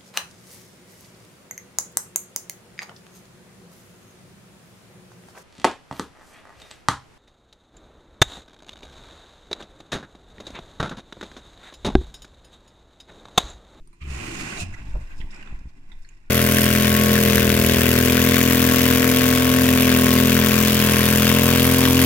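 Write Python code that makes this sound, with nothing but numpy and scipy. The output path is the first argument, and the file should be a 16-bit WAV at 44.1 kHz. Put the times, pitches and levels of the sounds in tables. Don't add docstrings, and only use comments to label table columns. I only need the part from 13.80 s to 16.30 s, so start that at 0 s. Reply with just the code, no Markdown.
import sys
import numpy as np
from scipy import signal
from scipy.fft import rfft, irfft
from scipy.io import wavfile

SR = 44100
rng = np.random.default_rng(int(sys.argv[2]) if len(sys.argv) > 2 else 0)


def materialize(psi):
    bounded = np.clip(np.atleast_2d(psi).T, -1, 1)
    quanta = np.round(bounded * 32767).astype(np.int16)
    wavfile.write(sys.argv[1], SR, quanta)


N = 110250
T = np.arange(N) / SR
F = np.fft.rfftfreq(N, 1 / SR) + 1e-3

# t/s, relative body level/dB, relative treble level/dB
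RUSH_LEVELS = [(.204, -77, -77.5), (.214, -68, -63), (.262, -50.5, -61), (.302, -43, -48), (.41, -38, -46),
               (.585, -38.5, -42), (.612, -34, -38), (.63, -39, -43), (.78, -37, -44), (.803, -45.5, -35),
               (.82, -43.5, -36), (.845, -49, -50), (.9, -55, -74), (.96, -91, -84)]
# t/s, level/dB
PURR_LEVELS = [(.2, -63), (.24, -48.5), (.39, -40.5), (.43, -36), (.62, -36), (.72, -39), (.81, -38),
               (.87, -57), (.98, -91)]
# f/Hz, level/dB
RUSH_BODY_TONE = [(200, -43), (420, 2), (530, -4.5), (600, -3), (670, -7), (760, -1.5), (900, -6),
                  (1300, -4), (1600, -3.5), (2000, -4), (2650, -4.5), (2950, -4.5), (3250, -15),
                  (5000, -35), (9000, -47)]
# f/Hz, level/dB
RUSH_TREBLE_TONE = [(1500, -34), (3300, -1.5), (4500, 1), (5800, 1), (7000, 1.5), (9000, -0.5),
                    (10000, -6.5), (11000, -13), (13000, -17), (15500, -23)]
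# f/Hz, level/dB
PURR_TONE = [(30, 3), (70, -6), (100, 0), (140, -0.5), (190, 0), (280, -3.5), (305, -3), (332, 3),
             (360, -4), (420, -6.5), (500, -13.5), (900, -40)]
# start/s, length/s, slip rate/Hz, strength/dB
SHUDDERS = [(0.213, 0.099, 71.6, -33.5), (0.293, 0.089, 61, -31.5), (0.388, .3, 110, -44),
            (0.817, 0.088, 88, -32.5), (0.899, 0.059, 105, -41.5), (0.998, 0.045, 55, -38),
            (1.04, 0.21, 49.3, -36.5)]
# t/s, water level/dB, spray level/dB
SLOSH_LEVELS = [(0, -88, -90), (.25, -62.5, -84), (.7, -38, -63), (.87, -55, -55.5), (1.0, -48, -68.5),
                (1.12, -52, -61), (1.27, -53, -62), (1.32, -49, -78), (1.36, -55, -60.5),
                (1.49, -57.5, -64.5), (1.55, -43, -64), (1.65, -51.5, -72), (1.72, -51, -77),
                (1.8, -61, -70), (1.9, -62.5, -76), (2.05, -62.5, -75), (2.24, -63, -67.5),
                (2.5, -66, -80.5)]
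# f/Hz, level/dB
WATER_TONE = [(150, -13), (310, -1.5), (510, -6), (700, -8.5), (1020, -7.5), (1300, -11.5), (1560, -5.5),
              (2200, -9.5), (2650, -9), (3150, -15.5), (3700, -16), (4400, -20), (5200, -21.5),
              (6000, -22.5), (7100, -21), (9000, -25.5), (11000, -42), (15500, -42)]
# f/Hz, level/dB
SPRAY_TONE = [(1500, -42), (3500, -4.5), (4400, -6.5), (5200, 1.5), (6200, -7), (7100, -6.5), (9000, -5),
              (10500, -19), (12000, -74), (15500, -39)]
# t/s, level/dB, f/Hz, width/Hz, swell time/s, left minus right/dB
SCUFFS = [(.222, -45, 2350, 930, .012, -6), (0.226, -52, 1190, 220, 0.015, -4),
          (0.252, -51, 2520, 800, 0.023, -5.5), (0.8, -44, 680, 110, 0.029, 11.5),
          (0.814, -32.5, 2650, 310, 0.02, -6), (.83, -43, 168, 80, 0.051, -1),
          (0.941, -45.5, 2010, 500, 0.0097, -15), (0.94, -55, 6500, 2000, 0.013, -9),
          (1.156, -41, 513, 328, 0.0097, -8.5), (1.159, -45.5, 924, 120, 0.0091, -5),
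          (1.41, -48.5, 2800, 1020, 0.0082, -9.5), (1.421, -47, 2010, 400, 0.0064, -14.5),
          (1.793, -61.5, 5150, 3000, 0.0054, -9), (1.894, -65.5, 4700, 3000, 0.0094, -11),
          (1.977, -50.5, 296, 70, .016, 0.5)]
# t/s, strength/dB, main f/Hz, second f/Hz, second against main/dB,
# time to fade by 60 dB/s, left minus right/dB
TICKS = [(.073, -49, 8860, 1070, -8, .03, 1), (0.129, -68, 4100, 1040, 9.5, 0.084, -4),
         (0.129, -62, 8600, 2250, 1.5, 0.088, -5), (0.772, -32, 4030, 2550, -6, 0.028, -8),
         (0.982, -40, 2620, 1500, -26, 0.014, -7), (1.505, -49.5, 5130, 3800, -5, 0.072, 0),
         (1.543, -46, 5100, 6800, -7, 0.032, -12), (1.56, -59, 6900, 5150, 6, 0.037, -14),
         (1.626, -40, 1560, 2600, -1, .035, -9.5), (1.673, -52, 3610, 1490, 8, 0.027, -12),
         (2.117, -47.5, 3530, 1940, -1, .055, -8.5), (2.247, -52, 4360, 1870, 5.5, 0.042, -2.5),
         (2.288, -50, 6930, 2620, -1.5, 0.037, -14.5)]
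# t/s, sway level/dB, rustle level/dB
RUMBLE_LEVELS = [(0, -42, -80), (.14, -51, -80), (.19, -60, -87), (.25, -34, -65), (.6, -64, -58),
                 (.86, -35, -48.5), (1.0, -32.5, -51), (1.17, -30, -48.5), (1.28, -32, -59.5),
                 (1.43, -30, -47.5), (1.5, -36, -53), (1.66, -42, -51), (1.74, -35.5, -50),
                 (1.79, -38, -56.5), (1.87, -43, -58), (1.93, -43, -65.5), (2.07, -42, -60.5),
                 (2.13, -39.5, -56.5), (2.21, -34, -69), (2.28, -44.5, -72), (2.5, -44.5, -65.5)]
# f/Hz, level/dB
SWAY_TONE = [(6, -3), (14, 5), (26, -0.5), (42, -18), (65, -19), (100, -29), (200, -49), (600, -65)]
RUSTLE_TONE = [(30, -32), (70, 0.5), (130, 3), (220, 2.5), (330, -2.5), (480, -19), (900, -7),
               (3000, -71)]
# t/s, strength/dB, contact time/s
BUMPS = [(1.148, -13.5, 0.0064), (1.168, -12.5, 0.0043), (1.1763, -30.5, 0.00072), (1.403, -22, 0.002),
         (1.444, -21.5, 0.0032), (1.727, -23, 0.0017), (1.748, -18, 0.0091), (1.786, -32.5, .002),
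         (1.813, -31.5, 0.0016), (1.817, -32.5, 0.0017), (1.857, -24, 0.0023), (1.874, -25, 0.003)]
# f/Hz, level/dB
HUM_NOTES = [(100, -70.5), (144, -68), (184, -76.5), (255, -78), (338, -80.5)]
# f/Hz, level/dB
KITCHEN_TONE = [(25, 12.5), (70, -18), (150, -19), (220, -21), (330, -15), (460, -17), (560, -38),
                (850, -36), (1080, -24), (1400, -46), (2500, -39), (3500, -45), (8000, -46), (11000, -43),
                (15500, -53)]
# f/Hz, width/Hz, boost/dB
RESONANCES = [(1078, 116, 5.5), (1480, 160, 2), (1926, 32, 8.5), (2040, 25, 8), (2420, 270, 4.5),
              (2710, 240, 4), (6790, 140, 6.5), (7520, 110, 5.5)]
# f/Hz, left minus right/dB
BALANCE = [(450, 0), (850, 1), (1300, -6.5), (1800, -8), (2500, -13.5), (3300, -2), (5000, -5), (6700, -5),
           (8500, -1), (12000, -1.5)]
# f/Hz, side minus middle/dB
STEREO_WIDTH = [(30, -22), (85, -22), (170, -10), (350, -11.5), (480, 9.5), (650, -1), (1050, -2),
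                (1400, -0.5), (1800, 5), (2400, 2), (4000, 0)]


def rush():
    slips = grains(per_s=2700, spread_db=0.59, ring_s=0.0053)
    flicker = undb(0.46 * wander(hz=37))
    body = shape(slips, RUSH_BODY_TONE) * fade(RUSH_LEVELS, column=1) * flicker
    treble = shape(slips, RUSH_TREBLE_TONE) * fade(RUSH_LEVELS, column=2)
    purr = shape(grains(per_s=2000, spread_db=0.55, ring_s=0.0045), PURR_TONE) * fade(PURR_LEVELS)
    return undb(1.0) * (body + treble) + purr


def shudders(jitter=.08, slip_s=0.0021, dull_hz=180):
    out = np.zeros(N)
    for start, length, rate, db in SHUDDERS:
        gaps, sizes = rng.standard_normal((2, 40))
        times = start + (np.cumsum(1 + jitter * gaps) - .5) / rate
        pulses = np.zeros(N)
        for at, size in zip(times, sizes):
            if at < start + length:
                pulses += undb(1.8 * size) * push(at, slip_s)
        low_cut = signal.butter(2, 0.6 * rate, "high", fs=SR, output="sos")
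        pulses = signal.sosfilt(low_cut, pulses)
        out += unit(pulses) * np.sqrt(length * SR / N) * undb(db)
    return irfft(rfft(out) / (1 + (F / dull_hz) ** 4), N)


def slosh():
    water = grains(per_s=900, spread_db=0.83, ring_s=0.0076) + undb(-6.5) * bubbles()
    spray = shape(grains(per_s=550, spread_db=4.9, ring_s=0.0076), SPRAY_TONE)
    flicker = undb(1.4 * wander(hz=25))
    water = shape(water, WATER_TONE) * fade(SLOSH_LEVELS, column=1) * flicker
    return water + spray * fade(SLOSH_LEVELS, column=2)


def bubbles(count=800):
    out, t = np.zeros((2, N + 2048)), T[:2048]
    for when, pitch, size, side in rng.random((count, 4)):
        hz, start = 1300 * 6 ** pitch, int(when * N)
        age = t * hz / 14
        rise = 1 + 0.0358 * np.minimum(age, 4)
        ring = np.exp(-age) * np.sin(2 * np.pi * hz * t * rise)
        out[:, start:start + len(t)] += pan(16 * (side - .5)) * undb(8.9 * size) * ring
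    return unit(out[:, :N])


def scuffs():
    crackle = irfft(stereo(grains(per_s=2500, spread_db=1.2, ring_s=0.00081)), N)
    out = 0
    for at, db, hz, width, swell_s, side in SCUFFS:
        swell = np.exp(-((T - at) / swell_s) ** 2)
        out += band(crackle, hz, width) * undb(db) * pan(side) * swell
    return out


def ticks(relative_width=.115, attack_s=0.0009):
    out, hiss = 0, noise()
    crack = undb(-11.5) * band(hiss, hz=4000, width=4000)
    for at, db, hz, second_hz, second_db, fade_s, side in TICKS:
        age = np.maximum(T - at, 0)
        ring = band(hiss, hz, relative_width * hz)
        ring += undb(second_db) * band(hiss, second_hz, 2 * relative_width * second_hz)
        loudness = (1 - np.exp(-age / attack_s)) * undb(-60 * age / fade_s)
        out += undb(db) * pan(side) * (ring + crack) * loudness
    return out


def handling(rebound=0.53, lag_s=0.0091):
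    sway = shape(noise(), SWAY_TONE) * fade(RUMBLE_LEVELS, column=1)
    rustle = shape(noise(), RUSTLE_TONE) * fade(RUMBLE_LEVELS, column=2)
    bumps = 0
    for at, db, contact_s in BUMPS:
        dips = 0.67 * push(at - lag_s, 2 * contact_s) + 0.25 * push(at + lag_s, 2 * contact_s)
        bumps += undb(db) * (push(at, contact_s) - rebound * dips)
    return sway + rustle + bumps


def motor():
    uneven_time = np.cumsum(1 + 0.0095 * wander(hz=7)) / SR
    hum = 0
    for hz, db in HUM_NOTES:
        height = np.sqrt(2) * undb(db + 2.8 * wander(hz=5.3))
        hum += height * np.sin(2 * np.pi * hz * uneven_time)
    return hum


def kitchen_echo(sound, delay_s=.006, fade_s=0.42, dull_hz=3940):
    tail = unit(noise() * (T > delay_s) * undb(-60 * T / fade_s)) / np.sqrt(N)
    tail = irfft(rfft(tail) / (1 + 1j * F / dull_hz), N)
    return signal.fftconvolve(sound, tail, axes=1)[:, :N]


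def kitchen_quiet():
    return undb(-60.5) * shape(noise(), KITCHEN_TONE)


def undb(db):
    return 10 ** (np.asarray(db) / 20)


def unit(x):
    return x / np.sqrt(np.mean(x ** 2) + 1e-20)


def fade(rows, column=1):
    rows = np.array(rows)
    return undb(np.interp(T, rows[:, 0], rows[:, column]))


def spectrum(rows):
    rows = np.array(rows)
    return np.interp(np.log(F), np.log(rows[:, 0]), rows[:, 1])


def pan(db):
    return undb(np.array([[.5], [-.5]]) * db)


def noise():
    return rng.standard_normal((2, N))


def wander(hz):
    return unit(irfft(rfft(rng.standard_normal(N)) / (1 + (F / hz) ** 4), N))


def grains(per_s, spread_db, ring_s):
    hits = rng.random(N) < per_s / SR
    sizes = undb(spread_db * np.minimum(rng.exponential(size=N), 4))
    power = signal.lfilter([1], [1, -np.exp(-2 / (ring_s * SR))], hits * sizes ** 2)
    return unit(np.sqrt(power) * noise())


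def push(at, contact_s):
    return np.exp(-np.sqrt(((T - at) / contact_s) ** 2 + 0.034))


def band(x, hz, width):
    return unit(irfft(rfft(x) / (1 + 1j * (F / hz - hz / F) * hz / width) ** 2, N))


def stereo(x):
    middle, side = rfft(x)
    width = undb(spectrum(STEREO_WIDTH))
    return (middle + np.array([[1], [-1]]) * side * width) / np.sqrt(1 + width ** 2)


def shape(x, tone):
    boost_db = sum(db / (1 + (2 * (F - hz) / width) ** 2) for hz, width, db in RESONANCES)
    lean_db = spectrum(BALANCE) / (1 + (300 / F) ** 4)
    return unit(irfft(stereo(x) * undb(spectrum(tone) + boost_db) * pan(lean_db), N))


def scene():
    machine = slosh() + scuffs() + ticks()
    echo = undb(-7.5) * kitchen_echo(machine)
    background = motor() + kitchen_quiet()
    return machine + echo + background + rush() + shudders() + handling()


def record(dry):
    return signal.sosfilt(signal.ellip(10, .2, 70, 15400, fs=SR, output="sos"), dry)


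dry = scene()
out = record(dry)
materialize(out)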